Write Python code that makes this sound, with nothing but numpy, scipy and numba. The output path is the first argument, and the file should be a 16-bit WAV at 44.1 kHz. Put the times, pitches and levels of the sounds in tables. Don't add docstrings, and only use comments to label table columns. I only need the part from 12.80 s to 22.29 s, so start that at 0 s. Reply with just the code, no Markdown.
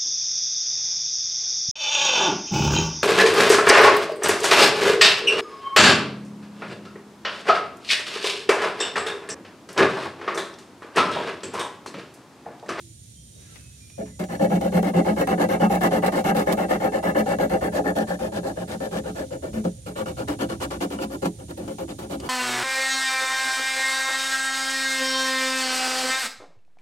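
import sys
import numpy as np
from scipy import signal
from scipy.fft import rfft, irfft, next_fast_len
from scipy.io import wavfile
from scipy.ndimage import uniform_filter1d
from numba import njit

SR = 44100
rng = np.random.default_rng(int(sys.argv[2]) if len(sys.argv) > 2 else 0)


def unload_wav(signal):
    wavfile.write(
        sys.argv[1],
        SR,
        np.round(np.clip(np.atleast_2d(signal).T, -1, 1) * 32767).astype(np.int16),
    )


def invert_db(level):
    return 10 ** (np.asarray(level, dtype=float) / 20)


N = 418509
TIME = np.arange(N) / SR

# start_s, pressure_db, bite_db, hiss_db, break_loose_share
HEAD_STROKES = [(1.477, -18, -9, -1, .3), (1.585, -11.5, -12.5, -3.5, .6), (1.689, -12.5, -9, -2, .3),
                (1.797, -16.5, -11, -2, .3), (1.911, -16, -8, 1.5, .3), (2.016, -15.5, -7, 1.5, .4),
                (2.126, -15.5, -7, 0, .3), (2.237, -15, -8.5, 0.5, .6), (2.352, -14.5, -5, 1, .4),
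                (2.46, -14, -5.5, 0, .3), (2.567, -12.5, -6, 0, .3), (2.678, -13.5, -6, 0, .3),
                (2.788, -12, -6, -1.5, .3), (2.888, -13.5, -7.5, 0, .3), (3.001, -11.5, -3, -0.5, .3),
                (3.1, -14, -6, 0.5, .3), (3.213, -11.5, -4, -1, .3), (3.311, -14.5, -6, 1, .3),
                (3.433, -10.5, -3, -0.5, .3), (3.537, -13, -6, 1, .3), (3.654, -13.5, -4, 2, .3),
                (3.762, -12.5, -5.5, -2.5, .3), (3.875, -13.5, -4.5, -0.5, .3), (3.989, -14, -7, 0.5, .4),
                (4.111, -15.5, -5, -0.5, .3), (4.218, -13, -5, -0.5, .3)]
# start_s, pressure_db, bite_db, hiss_db, break_loose_share
EDGE_STROKES = [(4.338, -11, -5, -1, 0.35), (4.45, -12.5, -6.5, 2, 0.48), (4.581, -11.5, -7, 1, .3),
                (4.687, -12.5, -9, 2, .3), (4.8, -15.5, -3.5, -1.5, 0.37), (4.91, -12, -7.5, -0.5, .3),
                (5.032, -15, -3, -1.5, 0.36), (5.145, -12.5, -6, 0.5, .3), (5.261, -20.5, -1.5, 0, 0.28),
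                (5.381, -19, -5.5, 0.5, .3), (5.511, -18.5, -5.5, -1, 0.34), (5.621, -20, -8, 0, .3),
                (5.749, -23, -5, -1, .3), (5.867, -22, -3, 0.5, 0.28), (5.993, -21.5, -7.5, 1, 0.39),
                (6.102, -19.5, -5, 0, 0.26), (6.227, -22.5, -6.5, 1, 0.25), (6.339, -20, -8, -0.5, .3)]
# start_s, pressure_db, bite_db, length_s, peak_place_0_1
GROPING = [
    (1.171, -21, -18, 0.067, 0),
    (1.246, -46, 3.5, 0.079, 0),
    (1.384, -17, -10.5, 0.071, 0),
    (6.497, -23, -10, 0.073, 0.47),
    (6.614, -20.5, -12, 0.093, 0),
    (6.721, -22.5, -9.5, 0.094, 0.24),
    (6.832, -19.5, -11, 0.062, 0.2),
]
# start_s, pressure_db, bite_db, length_s, peak_place_0_1
FOOT_JABS = [(7.051, -21.5, -10, 0.08, 0.18), (7.146, -17.5, -4.5, 0.08, 0.5), (7.249, -20, -5, 0.074, 0),
             (7.358, -22, -6.5, 0.079, 0.42), (7.467, -21, -6, 0.087, 0), (7.58, -20, -3.5, 0.076, 0.37),
             (7.681, -23.5, -2, 0.078, 0.02), (7.792, -23.5, -0.5, 0.069, 0.6),
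             (7.896, -21.5, -4.5, 0.079, 0), (7.996, -19.5, -4.5, 0.066, 0.4),
             (8.094, -23.5, -6.5, 0.077, 0.37), (8.17, -21, -5, 0.081, 0.71),
             (8.289, -26.5, -7.5, 0.077, 0.56), (8.411, -20, -8, 0.075, 0.46), (8.576, -37, -8, 0.07, 0.24),
             (8.673, -33.5, -5, 0.052, 0.5), (8.762, -29, -14, 0.17, 0.05), (8.868, -28, -9.5, 0.083, 0.2),
             (8.975, -24, -9.5, 0.073, 0.2), (9.071, -26, -7.5, 0.061, 0.56), (9.177, -27, -8, 0.097, 0.05),
             (9.288, -23, -8.5, 0.076, 0.5), (9.385, -28.5, -5, 0.1, 0.71)]
# time_s, rib_sway_re_pressure_db, open_paper_hiss_re_pressure_db
HOLD = [(1.22, 5, -24), (1.3, 20.5, -7), (1.42, 1.5, -19), (1.98, 4, -17.5), (2.3, -0.5, -22),
        (3.35, -3, -18.5), (4.4, -5, -23.5), (5.16, -7, -21.5), (5.55, -2.5, -14.5), (6.64, -7.5, -19.5),
        (6.76, 9, -16), (6.85, 9.5, -17.5), (7.1, -6, -16.5), (7.8, -4, -11.5), (8.66, 3.5, -14),
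        (9.4, -1, -11.5)]
# time_s, place_head_0_foot_1, grip_on_top_modes_db
PLACE = [
    (0, 0.13, 4.5),
    (4.7, 0.086, 2.5),
    (5.4, 0.038, -21),
    (6.5, 0.27, -3.5),
    (7.0, 0.5, -5),
]
# mode_hz, width_hz, head_level_db, foot_level_db
HULL = [(179.2, 19.2, 12, -3), (214.8, 19.7, 8.5, 8), (271, 9.1, 1.5, 16), (289.6, 35, 4.5, 17),
        (329.7, 20.8, 1, 15.5), (365.6, 54, 1.5, 11.5), (423.4, 17, 3, 9.5), (510.4, 89, -3.5, -4.5),
        (529, 43.3, 8, 13.5), (551.7, 71, 7, -4), (598, 27.6, 2.5, -23), (644.4, 40, 6.5, -34),
        (699, 37, -6.5, 3), (747.6, 33, 3.5, -28), (789.3, 57, 5.5, -35), (874, 53, -14, -17),
        (877, 75, 0.5, -6), (983, 18, -17, 9.5), (1056, 120, -9.5, -40), (1133, 59, -37, 2),
        (1236, 18, -5, -28), (1363, 110, -15.5, 3), (1442, 88, -14.5, -2.5), (1620, 20, -9, -12),
        (1753, 81, -6, -34), (1980, 9.9, -14, -66), (2146, 69, -12, -40), (2291, 17, -29.5, 0.5),
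        (2737, 24, -17, -12), (2920, 186, -39, -3.5)]
# head_left_re_right_db, head_right_lag_rad, foot_left_re_right_db, foot_right_lag_rad
PORTS = [(-1, 0.0, -1, 0.1), (2, 0.1, 1, 0.1), (0, 0.1, 1, 0.2), (1, 0.0, 0, 0.1), (-2, -0.1, -5, -0.1),
         (-5, -0.3, -4, -0.1), (-6, -0.2, -1, 0.3), (10, 1.0, 5, 0.5), (4, 1.5, 6, 1.7), (4, 2.0, 2, 2.8),
         (2, -0.4, 3, 0.0), (-1, -1.6, -1, -1.7), (-12, -0.7, -7, 0.3), (-3, 0.5, -1, -0.2),
         (0, 0.5, 1, -0.0), (-3, -0.9, -4, -0.9), (-5, -1.7, 6, -1.5), (2, 2.6, -1, 2.1),
         (-9, 2.1, 8, -3.0), (3, 1.2, 12, -1.6), (-5, 2.0, 3, -2.3), (5, 1.6, 2, 2.3), (5, 1.8, 3, 2.2),
         (12, 2.2, 5, -2.9), (10, 2.6, 8, 1.7), (-12, -1.7, 0, 1.8), (-1, 1.0, 1, 0.5), (0, 0.9, 10, 1.9),
         (-1, -0.7, 0, -1.2), (-2, 0.1, -3, -0.0)]
# time_s, level_db
PALM = [
    (1.2, -13),
    (1.45, -2),
    (3, 2),
    (5.3, -3.5),
    (6.0, -5),
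    (6.9, -10),
    (7.2, -3),
    (8.5, -0.5),
    (8.7, -5),
    (9.4, -0.5),
]
# time_s, level_db
ARM = [
    (1.4, -2),
    (2, 1.5),
    (3.4, -0.5),
    (5.2, -2.5),
    (6, -1),
    (6.7, -4.5),
    (7.1, -5.5),
    (7.6, 0.5),
    (8.6, 2),
    (9.4, 0),
]
# band_hz, left_db, right_db
GRIT = [(835, 6, 5), (1390, -9, -17), (2840, -9.5, -7), (3200, -7.5, -10.5), (4440, -18, -8),
        (5000, -15.5, -12), (6500, -16, -14.5), (7700, -25, -11), (8200, -35, -13), (8750, -15, -10),
        (9900, -18, -18.5), (11470, -19.5, -9.5), (11600, -15.5, -14.5), (15700, -28, -21)]
# time_s, level_db
SHADE = [
    (1.4, 0),
    (3, 0.5),
    (5.1, 0.5),
    (5.6, -8),
    (7, -2.5),
    (7.8, -8),
    (8.5, -1),
    (8.9, -4),
    (9.4, -3),
]
# time_s, wood_jolt_db, paper_crackle_db
SNAGS = [(1.208, -21, -50), (1.715, -7.5, -46), (1.812, -12, -32), (1.969, -4, -28), (2.028, -16, -29),
         (2.185, -8, -49), (2.253, -22, -46), (2.363, -20, -46), (2.411, -2.5, -28), (2.472, -4, -24),
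         (2.602, -30, -43), (2.617, -14, -28), (2.689, -25, -34), (2.714, -13, -41), (2.833, -12, -47),
         (2.953, -28, -39), (3.007, -12, -40), (3.035, -6, -33), (3.064, -21, -43), (3.121, -30, -49),
         (3.23, -7, -43), (3.262, -19, -22), (3.442, -22, -42), (3.548, -15, -43), (3.566, -34, -24),
         (3.671, -2.5, -39), (3.725, -12, -19.5), (3.907, -2, -40), (4.001, -18, -48), (4.047, -8, -44),
         (4.233, -32, -46), (4.353, -7, -51), (4.488, -31, -46), (4.586, -3.5, -31), (4.737, -4, -41),
         (4.844, -35, -44), (4.949, -23, -36), (4.989, -11, -48), (5.057, -4, -44), (5.165, -20, -46),
         (5.186, -15, -29), (5.303, -7, -48), (5.399, -17, -49), (5.654, -13.5, -55), (5.771, -12, -54),
         (6.004, -17, -46), (7.484, -14, -32), (7.622, -8, -41), (7.699, -18.5, -28), (7.83, -17, -40),
         (7.908, -20, -43), (8.187, -10.5, -47), (8.455, -39, -28), (8.6, -24, -55), (8.71, -33, -44),
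         (8.775, -27, -47), (8.879, -33, -37), (8.993, -18, -57), (9.188, -21, -38), (9.398, -50, -34)]
# time_s, click_db, thud_re_click_db, click_hz, left_re_right_db
KNOCKS = [(0.7178, -45, -3, 8660, -2), (0.758, -32, -10, 1980, 23), (1.0994, -33, -16, 2470, -5),
          (1.4386, -19, -16, 1620, -0.5), (6.85, -28.5, 18.5, 990, 24), (7.3997, -20.5, 4.5, 1133, 6),
          (7.619, -28, 11, 1140, 10), (8.3447, -33, -21, 1010, -29), (8.455, -27.5, 15.5, 1000, 10),
          (8.8778, -23, 0, 1180, -1), (8.047, -29.5, 16.5, 980, 3), (9.4, -25, -12, 4480, -3),
          (9.4005, -27, -27, 8060, -3), (9.401, -27, -30, 3020, -3), (4.988, -26, 12, 900, 2),
          (5.185, -34, -4, 1000, 2)]
# time_s, pitch_hz, level_db
PLANK = [
    [(0, 337, -52), (.14, 308, -54)],
]
# time_s, level_db
SHUFFLE = [
    (.3, -84),
    (.5, -62),
    (.65, -54.5),
    (.8, -59),
    (1.0, -80),
]
# time_s, level_db
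RUSTLE = [
    [(0, -62), (.05, -83), (.5, -83), (.6, -62), (.77, -54.5), (.88, -64), (1.15, -69)],
]
# time_s, pitch_hz, level_db
HIGH_BIRD = [
    [(.3, 5620, -74), (.37, 5640, -63), (.46, 5690, -66), (.53, 5850, -65), (.63, 5860, -63),
     (.85, 5890, -72)],
    [(.95, 5420, -72), (1.03, 5550, -60), (1.15, 5630, -58), (1.32, 5735, -61.5), (1.9, 5850, -59)],
]
LOW_BIRD = [
    [(0.34, 3170, -72), (0.374, 3175, -62), (0.57, 3150, -69)],
    [(.53, 3770, -68), (.61, 3848, -62), (.75, 3900, -70)],
]
FAR_BIRD = [
    [(.74, 2600, -61), (.97, 2550, -64)],
    [(1.0, 2420, -55), (1.08, 2360, -61), (1.15, 2455, -59), (1.33, 2400, -71)],
    [(1.3, 1992, -60), (1.37, 1998, -59)],
]
# time_s, pitch_hz, level_db
HUM = [
    [(.6, 1670, -72), (.67, 1690, -60), (.71, 1675, -68)],
    [(.67, 1380, -70), (.73, 1361, -58), (.76, 1350, -69)],
    [(.63, 2020, -72), (.72, 2060, -67)],
]
# centre_hz, width_hz, level_db, left_re_right_db
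INSECTS = [
    (6960, 610, -59, -9.5),
    (8750, 630, -59, -14.5),
    (10300, 1700, -60, 2),
]
# time_s, level_db
RUMBLE = [
    (0.0, -50.5),
    (.95, -51),
    (1.58, -45),
    (9.49, -46),
]
# time_s, swell_over_rumble_db
LURCHES = [
    (.8, 2),
    (4.76, 5.5),
    (6.79, 3),
    (7.4, 8.5),
    (7.82, 5),
]
# band_hz, left_db, right_db
GARDEN = [(25, -22, -23), (45, 1, 1), (63, 12, 11.5), (115, 15, 19), (308, -0.5, -3.5), (600, -15.5, -15),
          (1110, -30, -30), (2000, -19.5, -20), (2780, -17.5, -16.5), (3530, -11, -10), (5270, -14, -14),
          (5980, -11.5, -4), (7600, -14.5, -38), (10700, -18, -13.5), (12300, -21, -21), (15500, -26, -26)]

TURN_HEAD_S, TURN_EDGE_S, LONGEST_S = 0.018, 0.024, 0.106
PEAK_PUSH, PEAK_PULL = 0.55, 0.5
HISS_DB_PER_BITE_DB, SWAY_DB_PER_BITE_DB = 0.67, 0.31
STICK_S, GRAB_SHARE, GRAB_FADE_S = 0.0065, 0.25, 0.007
JOLT_FADE_S, CRACKLE_FADE_S = 0.0093, 0.0019
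MODE_DRIFT_SHARE, FELT_HZ = 0.018, 29.2
TRAIL_HZ, TRAIL_SHARE = 26.3, 0.21
DUST_HZ, DUST_SHARE = 21.2, 0.29
WOBBLE_HZ, LURCH_S = 20.5, 0.12
ENGINE_HZ, ENGINE_RE_RUMBLE_DB = 66.2, -3.5


def stroke_rows():
    rows = [(*row, 0, GRAB_SHARE) for row in GROPING + FOOT_JABS]
    starts = np.sort([row[0] for row in rows + HEAD_STROKES + EDGE_STROKES])
    for table, turn_s in ((HEAD_STROKES, TURN_HEAD_S), (EDGE_STROKES, TURN_EDGE_S)):
        for k, row in enumerate(table):
            gap_s = starts[starts > row[0]][0] - row[0]
            length_s = min(gap_s - turn_s, LONGEST_S)
            peak = PEAK_PULL if k % 2 else PEAK_PUSH
            rows.append((*row[:3], length_s, peak, *row[3:]))
    return sorted(rows)


def strokes():
    out = np.zeros((4, N))
    sway_db, open_db = curve(HOLD)
    bite_shares = np.array([[0], [1], [HISS_DB_PER_BITE_DB], [SWAY_DB_PER_BITE_DB]])
    speed_powers = np.array([[.6], [.8], [.9], [.6]])
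    for start_s, press_db, bite_db, length_s, peak, hiss_db, grab in stroke_rows():
        i = slice(int(start_s * SR), min(int((start_s + length_s) * SR), N))
        u = np.clip((TIME[i] - start_s) / length_s, 0, 1)
        skew = np.log(.5) / np.log(np.clip(peak, .13, .8))
        swing = np.abs(np.sin(np.pi * u ** skew))
        free_s = np.maximum(u * length_s - STICK_S, 0)
        speed = np.clip(free_s / 0.0034, 0, 1) * (swing + abs(grab) * np.exp(-free_s / GRAB_FADE_S))
        shares_db = bite_db * bite_shares + np.array([[0], [0], [hiss_db], [0]])
        out[:, i] += invert_db(press_db + shares_db) * speed ** speed_powers
    press, rasp, hiss, sway = out
    return press, rasp, hiss * invert_db(open_db), sway * invert_db(sway_db)


def catches(per_s, spread_db, smooth):
    x, when = np.zeros(N), np.sort(rng.integers(0, N, 60000))
    happens, height, sign = rng.random((3, len(when)))
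    size = invert_db(spread_db * np.minimum(-np.log(height + 1e-9), 3)) * (2 * sign - 1)
    x[when] = size * (happens < per_s * N / SR / len(when))
    x = x / x.std() + smooth * rng.standard_normal(N)
    return x / x.std()


def hull(press, rasp, sway, push):
    place, grip_db = curve(PLACE)
    boom = sway * invert_db(7.5)
    spots = [catches(1500, 2.66, 0.74) * invert_db(2.72 * walk(20) + 2.15 * walk(70)) for _ in range(7)]
    coarse = 0.51 * catches(220, 3.9, 0.045)
    drifts = [MODE_DRIFT_SHARE * walk(8) for _ in range(3)]
    palm, arm = invert_db(curve(PALM)[0]), invert_db(curve(ARM)[0])
    out, half = np.zeros((2, N)), np.array([.5, -.5])
    for k, ((hz, width_hz, head_db, foot_db), ports) in enumerate(zip(HULL, PORTS)):
        if hz < 250:
            drive = boom
        elif hz < 960:
            drive = press
        else:
            drive = rasp * invert_db(5.0 + (hz > 1900) * grip_db)
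        if 660 < hz < 1300:
            drive = drive * palm
        elif 250 < hz < 400:
            drive = drive * arm
        head = invert_db(5.0 + head_db + half * ports[0]) * np.exp(1j * half * ports[1])
        foot = invert_db(2.0 + foot_db + half * ports[2]) * np.exp(1j * half * ports[3])
        moving_hz = hz * (1 + min(0.45 + hz / 1800, 1) * drifts[k % 3])
        damped_hz = 1.18 * width_hz + FELT_HZ if hz > 960 else width_hz
        poles = np.exp((2j * moving_hz - damped_hz) * np.pi / SR)
        add_mode(out, drive * (spots[k % 7] + coarse) + push, poles, head, foot, place)
    return out


@njit
def add_mode(out, x, poles, head, foot, place):
    a, b, g = 0j, 0j, 1 - abs(poles[0])
    for i in range(len(x)):
        a = a * poles[i] + g * x[i]
        b = b * poles[i] + 2 * g * a
        for c in range(2):
            out[c, i] += (b * (head[c] + (foot[c] - head[c]) * place[i])).real


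def grit(hiss):
    both, left, right = (catches(3000, 3.9, 0.4) for _ in range(3))
    patchy = invert_db(np.array([2.3 * walk(50), 2.4 * walk(50)]))
    shared = np.array([both, np.roll(both, 6)])
    x = invert_db(17.0) * hiss * patchy * (0.41 * shared + 0.46 * np.array([left, right]))
    out = np.zeros((2, N + 400))
    edges = [int(row[0] * SR) for row in stroke_rows()] + [N]
    fade = np.exp(-np.arange(400) / SR / 0.0068)
    for a, b in zip(edges, edges[1:]):
        echoes = 0.38 * rng.standard_normal((2, 400)) * (rng.random((2, 400)) < .04) * fade
        echoes[:, 0] = 1
        echoes /= np.sqrt(np.sum(echoes ** 2, axis=1, keepdims=True))
        out[:, a:b + 399] += signal.fftconvolve(x[:, a:b], echoes, axes=1)
    out = out[:, :N]
    finest = signal.sosfiltfilt(signal.butter(2, 11000, "high", fs=SR, output="sos"), out)
    out = out + (invert_db(curve(SHADE)[0] + 3.1 * walk(25)) - 1) * finest
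    return colour(signal.sosfilt(signal.butter(2, 750, "high", fs=SR, output="sos"), out), GRIT)


def snags():
    jolt, crackle, blows = np.zeros((3, N))
    t, blow = np.arange(2048) / SR, np.hanning(12)
    for s, jolt_db, crackle_db in SNAGS:
        i = int(s * SR)
        jolt[i:i + 2048] += invert_db(jolt_db - 8.5) * np.exp(-t / JOLT_FADE_S)
        crackle[i:i + 2048] += invert_db(crackle_db + 0.5) * np.exp(-t / CRACKLE_FADE_S)
        blows[i:i + len(blow)] += invert_db(jolt_db + 3.0) * blow
    return jolt, crackle, blows


def knocks():
    clicks, push = np.zeros((2, N)), np.zeros(N)
    fade = np.exp(-np.arange(1024) / SR / 0.0072)
    blow = np.pad(np.hanning(30), (0, 994))
    thud = 0.5 * ring(blow, 410, 57).imag + 1.2 * ring(blow, 590, 60).imag + 1.3 * ring(blow, 235, 50).imag
    for s, db, thud_db, hz, pan_db in KNOCKS:
        i = int(s * SR)
        noise = rng.standard_normal(1024)
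        click = 0.31 * uniform_filter1d(noise, size=4) * fade + 1.1 * ring(noise * fade, hz, 0.098 * hz).real
        clicks[:, i:i + 1024] += invert_db(db - 3.5) * sides(pan_db) * click + invert_db(db + thud_db - 5.0) * thud
        push[i:i + 30] += invert_db(db + thud_db + 1.5) * blow[:30]
    return clicks, push


def whistle(tables, pan_db):
    out = np.zeros(N)
    for rows in tables:
        start_s, end_s = rows[0][0], rows[-1][0]
        i = slice(int(start_s * SR), int(end_s * SR))
        hz, db = (c[i] for c in curve(rows))
        gate = np.clip(np.minimum(TIME[i] - start_s, end_s - TIME[i]) / 0.022, 0, 1)
        phase = 2 * np.pi * np.cumsum(hz + WOBBLE_HZ * walk(59.6)[i]) / SR
        flutter_db = 3 * walk(60)[i]
        out[i] += gate * invert_db(db + 1.5 + flutter_db) * np.sin(phase)
    return out * sides(pan_db)


def insects():
    out = np.zeros((2, N))
    for hz, width_hz, db, pan_db in INSECTS:
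        shimmer_db = .9 * walk(6) + .6 * walk(40)
        out += invert_db(db + shimmer_db) * sides(pan_db) * band(hz, width_hz)
    return out


def rumble_db():
    return curve(RUMBLE)[0] + sum(db * np.exp(-((TIME - s) / LURCH_S) ** 2) for s, db in LURCHES)


def garden():
    noise = rng.standard_normal((3, N))
    breeze = invert_db(.7 * walk(3) + 1.7 * walk(14))
    low = signal.butter(2, 260, fs=SR, output="sos")
    wide = signal.butter(2, [260, 14000], "band", fs=SR, output="sos")
    bass = signal.sosfilt(low, noise[2] + 0.3 * noise[:2]) * invert_db(rumble_db() + 48.5)
    rest = signal.sosfilt(wide, noise[:2]) * breeze
    out = invert_db(-37.0) * colour(bass + rest, GARDEN)
    out += invert_db(curve(RUSTLE[0])[0]) * band(2150, 2000)
    out += invert_db(curve(SHUFFLE)[0] + 2.7 * walk(18)) * band(390, 280)
    out += invert_db(rumble_db() + ENGINE_RE_RUMBLE_DB + 2 * walk(3.9)) * band(ENGINE_HZ, 10.7)[0]
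    birds = whistle(HIGH_BIRD, -4) + whistle(LOW_BIRD, -2) + whistle(FAR_BIRD, -1.5)
    return out + insects() + birds + whistle(PLANK, -2) + whistle(HUM, -.6)


def curve(rows):
    s, *columns = np.transpose(rows)
    return [np.interp(TIME, s, c) for c in columns]


def colour(x, table):
    hz, *dbs = np.transpose(table)
    size = next_fast_len(N)
    log_hz = np.log(np.fft.rfftfreq(size, 1 / SR) + 1)
    gains = invert_db(np.array([np.interp(log_hz, np.log(hz), db) for db in dbs]))
    return irfft(rfft(x, size) * gains, size)[:, :N]


def ring(x, hz, width_hz):
    pole = np.exp((2j * hz - width_hz) * np.pi / SR)
    return signal.lfilter([2 * (1 - abs(pole))], [1, -pole], x)


def band(hz, width_hz):
    sos = signal.butter(2, [hz - width_hz / 2, hz + width_hz / 2], "band", fs=SR, output="sos")
    x = signal.sosfilt(sos, rng.standard_normal((2, N)))
    return x / x.std()


def walk(rate_hz):
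    held = np.repeat(rng.standard_normal(int(N / SR * rate_hz) + 2), 8)
    soft = 0.88 * uniform_filter1d(uniform_filter1d(held, size=8), size=8)
    return np.interp(TIME * rate_hz * 8, np.arange(len(soft)), soft)


def sides(pan_db):
    return invert_db(np.array([[pan_db], [-pan_db]]) / 2)


def scene():
    judder = invert_db(1.7 * walk(40) + 1.5 * walk(120))
    press, rasp, hiss, sway = strokes() * judder
    press = press + 0.081 * ring(press, 0, 2.1).real
    rasp = rasp + TRAIL_SHARE * ring(rasp, 0, TRAIL_HZ).real
    hiss = hiss + DUST_SHARE * ring(hiss, 0, DUST_HZ).real
    jolt, crackle, blows = snags()
    clicks, push = knocks()
    wood = hull(press + jolt, rasp + invert_db(-7.5) * jolt, sway, push + blows)
    return wood + grit(hiss + crackle) + clicks + garden()


def top_cut(x):
    return signal.sosfilt(signal.butter(12, 16650, fs=SR, output="sos"), x)


def record(dry):
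    top = signal.ellip(14, .3, 80, 15820, fs=SR, output="sos")
    rounded = np.tanh(1.214 * dry) / 1.456
    mix = signal.sosfilt(top, rounded)
    return top_cut(mix)


dry = scene()
out = record(dry)
unload_wav(out)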